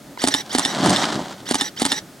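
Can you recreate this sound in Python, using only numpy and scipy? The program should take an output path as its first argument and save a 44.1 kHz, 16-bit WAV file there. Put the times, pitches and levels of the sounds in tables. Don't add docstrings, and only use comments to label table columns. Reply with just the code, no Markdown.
import sys
import numpy as np
from scipy import signal
from scipy.fft import rfft, irfft
from scipy.io import wavfile
from scipy.ndimage import uniform_filter1d

SR = 44100
rng = np.random.default_rng(int(sys.argv[2]) if len(sys.argv) > 2 else 0)


def magnitude_from_level(level_db):
    exponent = np.asarray(level_db, float) / 20
    return 10 ** exponent


def wav_record(signal):
    frames = np.transpose(np.atleast_2d(signal))
    bounded = np.clip(frames, -1, 1)
    quanta = np.round(bounded * 32767).astype(np.int16)
    wavfile.write(sys.argv[1], SR, quanta)


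N = 97020

# start_s, level_db, extra_wait_before_curtains_s
FRAME_SHOTS = [
    (0.2386, -1.5, 0.001073),
    (0.5485, -2.5, 0.0013),
    (0.8594, -4.5, 0.0011),
    (1.5096, -3, 0.000325),
    (1.8177, -2.5, 0.00018),
]
# time_after_slap_s, thump_db, snap_db, ring_db, rattle_t60_s
FRAME_BLOWS = [
    (-.021, -23, -18, -40, 0.16),
    (0, -18, -11.5, -14, 0.038),
    (.010, -7.5, -18.5, -27, 0.056),
    (.027, -42, -25, -18.5, 0.06),
    (.0332, -10.5, -7.5, -42, 0.058),
    (.0435, -11, -9.5, -17, 0.055),
    (.0998, -24.5, -12, -5.5, 0.066),
    (.107, -12.5, -20, -10.5, 0.17),
]
# time_after_slap_s, level_db
CURTAIN_STOPS = [
    (0, -5),
    (.0335, -3),
    (.0438, -3),
    (.1, -7),
]
# pitch_hz, level_db, t60_s
BODY_THUMP = [(280.2, -4.5, 0.054), (370.4, -3.5, 0.015), (700, -5.5, 0.0086), (838.5, -7, 0.061)]
BODY_RING = [(1807, -6.5, 0.041), (2913, 0, 0.014), (3580, 3, 0.019), (3787, -17.5, 0.073),
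             (4010, 3.5, 0.0097), (5220, -7.5, 0.026)]
MIRROR_SLAP = [(270, -10, 0.019), (293, -30.5, 0.17), (242, -12.5, 0.14), (390, -6, 0.0071),
               (870, -24, 0.024)]
MIRROR_KNOCK = [(556, -1.5, 0.0035), (742, -13, 0.048)]
CURTAIN_BLADES = [(4520, -6, 0.01), (5080, -11.5, 0.013), (6200, -18, 0.0058), (7200, -24, 0.013),
                  (8520, -7.5, 0.011), (9660, -12, 0.013), (14900, -22, .008), (15600, -28, .006)]
SHUTTER_BUTTON = [(985, -20, 0.023), (1400, -29, 0.014), (2120, -26, 0.019), (3780, -38, 0.011)]
# pitch_hz, level_db
SNAP_TONE = [(350, -47.5), (600, 3), (2500, -2.5), (4580, -8), (5400, -6.5), (9620, -5), (12200, -29.5),
             (14500, -36), (16000, -39)]
GRIND_TONE = [(88, -1), (150, 9.5), (1260, -1.5), (1980, 8), (2500, 0), (3840, -0.5), (5050, -1),
              (5790, -5), (16000, -22.5)]
# time_after_slap_s, gear_mesh_hz, level_db, whine_share_db
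MOTOR_WIND_UP = [(-.054, 1400, -34, -14), (-.042, 1529, -32.5, 5), (-.026, 1980, -30.5, 3.5),
                 (-.016, 2150, -32, -6), (-.002, 2200, -22.5, -36), (0.018, 2200, -24, -10)]
MOTOR_RECOCK = [(.05, 1800, -45, -1), (.066, 2000, -30.5, -12), (.076, 2070, -27, 0.5),
                (.094, 1750, -24.5, 1.5), (0.112, 1760, -26, -15), (.124, 1880, -32.5, 7.5),
                (.158, 1955, -29.5, 5), (0.173, 1897, -28.5, 2), (.187, 1540, -41, -3)]
# multiple_of_mesh, level_db
RECOCK_WHINE = [(.44, -7), (.9, -7), (1, -8), (2, -3), (3, 0.5), (4, -13)]
WIND_UP_WHINE = [(1, -6.5), (2, -1), (3, -0.5), (4, -22)]
# time_s, flap_level_db, rustle_minus_flap_db
CANOPY_COURSE = [(0.304, -51.5, 2), (0.46, -45, -0.5), (.66, -30, 2), (0.731, -26.5, -0.5),
                 (0.793, -20.5, -4), (0.829, -21, 2.5), (0.869, -14.5, -3), (0.925, -18.5, 0),
                 (.96, -23.5, 2), (1.03, -24.5, 3.5), (1.053, -27.5, 6.5), (1.098, -25.5, -0.5),
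                 (1.195, -21.5, -8), (1.23, -33.5, 0.5), (1.3, -38, 2), (1.37, -41.5, -1.5),
                 (1.44, -38.5, -5.5), (1.749, -76, -1)]
# time_s, peak_db, pitch_hz
LOOSE_FLAPS = [(0.803, -10, 256), (0.83, -8, 228), (0.836, -14, 242), (.851, -5.5, 659), (.866, -4.5, 263),
               (0.878, -13.5, 238), (.885, -4, 197), (0.91, -2, 732), (1.038, -14, 228), (1.125, -14, 453),
               (1.161, -10.5, 223), (1.176, -12.5, 257), (1.19, -17.5, 296), (1.203, -14, 700),
               (1.214, -16, 198), (1.228, -31, 258), (1.257, -25, 800), (1.273, -27, 504),
               (1.342, -30, 536), (1.425, -32, 255), (1.444, -36, 300)]
# time_s, level_db
FABRIC_CRACKS = [(.741, -19), (.842, -18), (.861, -15), (.912, -24), (0.918, -17), (.995, -14),
                 (1.028, -27), (1.041, -11), (1.054, -9.5), (1.066, -20), (1.124, -13.5), (1.131, -20),
                 (1.143, -16), (1.256, -27), (1.338, -36), (1.404, -36), (1.469, -30)]
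# pitch_hz, level_db
FLAP_TONE = [(40, -26), (100, -2), (174, 5), (270, 2), (459, -9.5), (650, -1), (1710, -23), (5000, -73)]
RUSTLE_TONE = [(350, -17), (700, 4.5), (1500, 0.5), (2600, -6.5), (3600, -7), (8000, -17), (11000, -31),
               (16000, -59)]
RUMBLE_TONE = [(24, -57), (40, -19), (92, -16), (127, -7), (203, -4.5), (314, -4.5), (475, -15),
               (605, -10.5), (2500, -36), (3250, -61), (5500, -120)]
HISS_TONE = [(1200, 4), (1800, 1), (2600, -3.5), (3500, -1.5), (6400, -4.5), (9000, -6.5), (12000, -9.5),
             (16300, -12.5)]
# pitch_hz, level_db
MIC_TONE = [(30, -12.5), (140, -5), (330, 3.5), (470, 0), (650, -0.5), (2000, -1.5), (2600, -6), (3100, 3)]
# pitch_hz, level_db
CAMERA_ASIDE = [(150, -18), (600, -19), (1300, 2.5), (2400, -3), (4500, -6.5), (8000, -8.5), (12000, -12)]

GRIND_DB, WHINE_DB = -1, -5
WOBBLE_DB, FLUTTER = 3.8, .006
SLAP_LAG_S, KNOCK_LAG_S = .0021, .0014
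SNAP_T60_S, RISE_S, RING_RISE_S = .011, .0014, .0018
BOUNCE_THUMP_DB = -9
LATCH_S, LATCH_LENGTH_S, LATCH_HZ, LATCH_DB = .002, .014, 4510, -31.5
BUTTON_S = .1752
FLAPS_PER_S, CRACKLES_PER_S = 500, 3000
FLAP_SPREAD_DB, CRACKLE_SPREAD_DB, GUST_DB = 1.5, 2.2, 3.2
RUMBLE_DB, HISS_DB, DRIFT_DB = -44, -49, 1.6
ECHO_DB, ECHO_T60_S = -14, .15
ASIDE_TURN = 1.15
CEILING, TOP_HZ = 1.15, 15900


def noise(size):
    return rng.standard_normal(size)


def colour(x, points):
    p = np.array(points)
    hz = np.arange(1025) * SR / 2048 + 1
    db = np.interp(np.log(hz), np.log(p[:, 0]), p[:, 1], left=p[0, 1] - 20)
    c = irfft(np.log(magnitude_from_level(db)))
    c[1:1024] *= 2
    c[1025:] = 0
    h = irfft(np.exp(rfft(c)))
    return signal.fftconvolve(x, h / np.sqrt(np.sum(h ** 2)))[:len(x)]


def fade(t, t60):
    return (t >= 0) * np.exp(-np.log(1000) * np.abs(t) / t60)


def rise(t, length_s):
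    return np.clip(t / length_s, 0, 1)


def modes(t, table):
    out = 0
    for hz, db, t60 in table:
        pitch = hz * (1 + 0.017 * rng.standard_normal())
        out = out + magnitude_from_level(db) * fade(t, t60) * np.sin(2 * np.pi * pitch * t)
    return out


def walk(rate, size):
    k = int(SR / rate)
    w = uniform_filter1d(uniform_filter1d(noise(size), k), k)
    return w / w.std()


def motor(t, run, orders):
    s, mesh_hz, db, share_db = np.array(run).T
    speed = np.interp(t, s, mesh_hz) * (1 + FLUTTER * walk(200, len(t)))
    phase = 2 * np.pi * np.cumsum(speed) / SR
    whine = sum(magnitude_from_level(d + WOBBLE_DB * walk(380, len(t))) * np.sin(k * phase) for k, d in orders)
    grind = colour(noise(len(t)), GRIND_TONE) * magnitude_from_level(2.0 * walk(180, len(t)))
    loudness = magnitude_from_level(np.interp(t, s, db, left=-99, right=-99))
    return loudness * (magnitude_from_level(WHINE_DB + np.interp(t, s, share_db)) * whine + magnitude_from_level(GRIND_DB) * grind)


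def latch(t):
    shape = np.exp(-((t - LATCH_S) / LATCH_LENGTH_S) ** 4)
    return magnitude_from_level(LATCH_DB + 4.7 * walk(250, len(t))) * shape * np.sin(2 * np.pi * LATCH_HZ * t)


def blow(t, time_s, thump_db, snap_db, ring_db, t60):
    if time_s < .03:
        thump_db = thump_db + BOUNCE_THUMP_DB
    thump = -magnitude_from_level(thump_db) * modes(t - .0015, BODY_THUMP)
    decay = fade(t, SNAP_T60_S) + magnitude_from_level(-5.5) * fade(t, t60)
    snap = rise(t, RISE_S) * decay * colour(noise(len(t)), SNAP_TONE)
    ring = rise(t, RING_RISE_S) * modes(t, BODY_RING)
    return thump + magnitude_from_level(snap_db) * snap + magnitude_from_level(ring_db) * ring


def curtains(t, wait):
    out = 0
    for s, db in CURTAIN_STOPS:
        v = t - s - wait * (s > 0)
        out = out + magnitude_from_level(db) * rise(v, RISE_S) * modes(v, CURTAIN_BLADES)
    return out


def camera():
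    out, t = np.zeros(N), np.arange(N) / SR
    for start, gain_db, wait in FRAME_SHOTS:
        part = slice(int((start - .08) * SR), int((start + .3) * SR))
        u = t[part] - start
        x = motor(u, MOTOR_WIND_UP, WIND_UP_WHINE) + motor(u, MOTOR_RECOCK, RECOCK_WHINE)
        x = x + modes(u - SLAP_LAG_S, MIRROR_SLAP) - modes(u - KNOCK_LAG_S, MIRROR_KNOCK)
        x = x + latch(u)
        for s, thump_db, snap_db, ring_db, t60 in FRAME_BLOWS:
            v = u - s - wait * (s > .02)
            x = x + blow(v, s, thump_db, snap_db, ring_db, t60)
        x = x + curtains(u, wait)
        out[part] += magnitude_from_level(gain_db) * x
    return out + modes(t - BUTTON_S, SHUTTER_BUTTON)


def grains(rate, spread_db):
    r = rng.random((3, N))
    clicks = (r[0] < rate / SR) * np.sign(r[1] - .5) * magnitude_from_level(-spread_db * np.log(r[2] + 1e-4))
    return clicks / np.sqrt(np.mean(clicks ** 2))


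def loose_flaps(t):
    out = 0
    for s, db, hz in LOOSE_FLAPS:
        v = t - s - .001
        out = out - magnitude_from_level(db) * np.cos(2 * np.pi * hz * v) * np.exp(-(v * hz / 0.56) ** 2)
    return out


def canopy():
    t = np.arange(N) / SR
    s, db, rustle_db = np.array(CANOPY_COURSE).T
    gate = rise(t - .25, 0.12) * rise(2.1 - t, 0.12)
    flaps = colour(grains(FLAPS_PER_S, FLAP_SPREAD_DB), FLAP_TONE) * magnitude_from_level(2.0 * walk(39.5, N))
    rustle = colour(grains(CRACKLES_PER_S, CRACKLE_SPREAD_DB), RUSTLE_TONE)
    rustle = rustle * magnitude_from_level(np.interp(t, s, rustle_db) + GUST_DB * walk(53, N))
    claps = loose_flaps(t)
    crack_shape = sum(magnitude_from_level(d) * fade(t - a, 0.013) for a, d in FABRIC_CRACKS)
    cracks = colour(crack_shape * noise(N), RUSTLE_TONE)
    return gate * magnitude_from_level(np.interp(t, s, db)) * (flaps + rustle) + claps + cracks


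def echo(x):
    u = np.arange(8192) / SR
    tails = rng.standard_normal((2, len(u))) * fade(u - .002, ECHO_T60_S)
    mids = signal.lfilter(*signal.butter(1, [700, 5000], "band", fs=SR), x)
    return np.array([signal.fftconvolve(mids, h / np.sqrt(np.sum(h ** 2)))[:N] for h in tails])


def field():
    mid, side, a, b = rng.standard_normal((4, N))
    rumble = colour(mid, RUMBLE_TONE) * magnitude_from_level(RUMBLE_DB + DRIFT_DB * walk(20.0, N))
    wide_rumble = colour(side, RUMBLE_TONE) * magnitude_from_level(RUMBLE_DB - 15.5)
    hiss = colour(a, HISS_TONE) * magnitude_from_level(HISS_DB)
    wide_hiss = colour(b, HISS_TONE) * magnitude_from_level(HISS_DB - 10.5)
    shared, wide = rumble + hiss, wide_rumble + wide_hiss
    return np.array([shared + wide, shared - wide])


def scene():
    cam, chute = camera(), canopy()
    hz = np.arange(N // 2 + 1) * SR / N + 1
    f, db = np.array(CAMERA_ASIDE).T
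    aside = magnitude_from_level(np.interp(np.log(hz), np.log(f), db)) * np.exp(-1j * ASIDE_TURN)
    side = -irfft(rfft(cam) * aside, N)
    wet = echo(cam + 1.36 * chute)
    near = np.array([cam + side, cam - side]) + chute + magnitude_from_level(ECHO_DB) * wet
    return np.array([colour(c, MIC_TONE) for c in near]) + field()


def roll_off(x):
    return signal.sosfilt(signal.butter(12, 16700, fs=SR, output="sos"), x)


def record(dry):
    rounded = np.tanh(dry / CEILING) * CEILING
    mix = signal.sosfilt(signal.ellip(8, .2, 70, TOP_HZ, fs=SR, output="sos"), rounded)
    return roll_off(mix)


dry = scene()
out = record(dry)
wav_record(out)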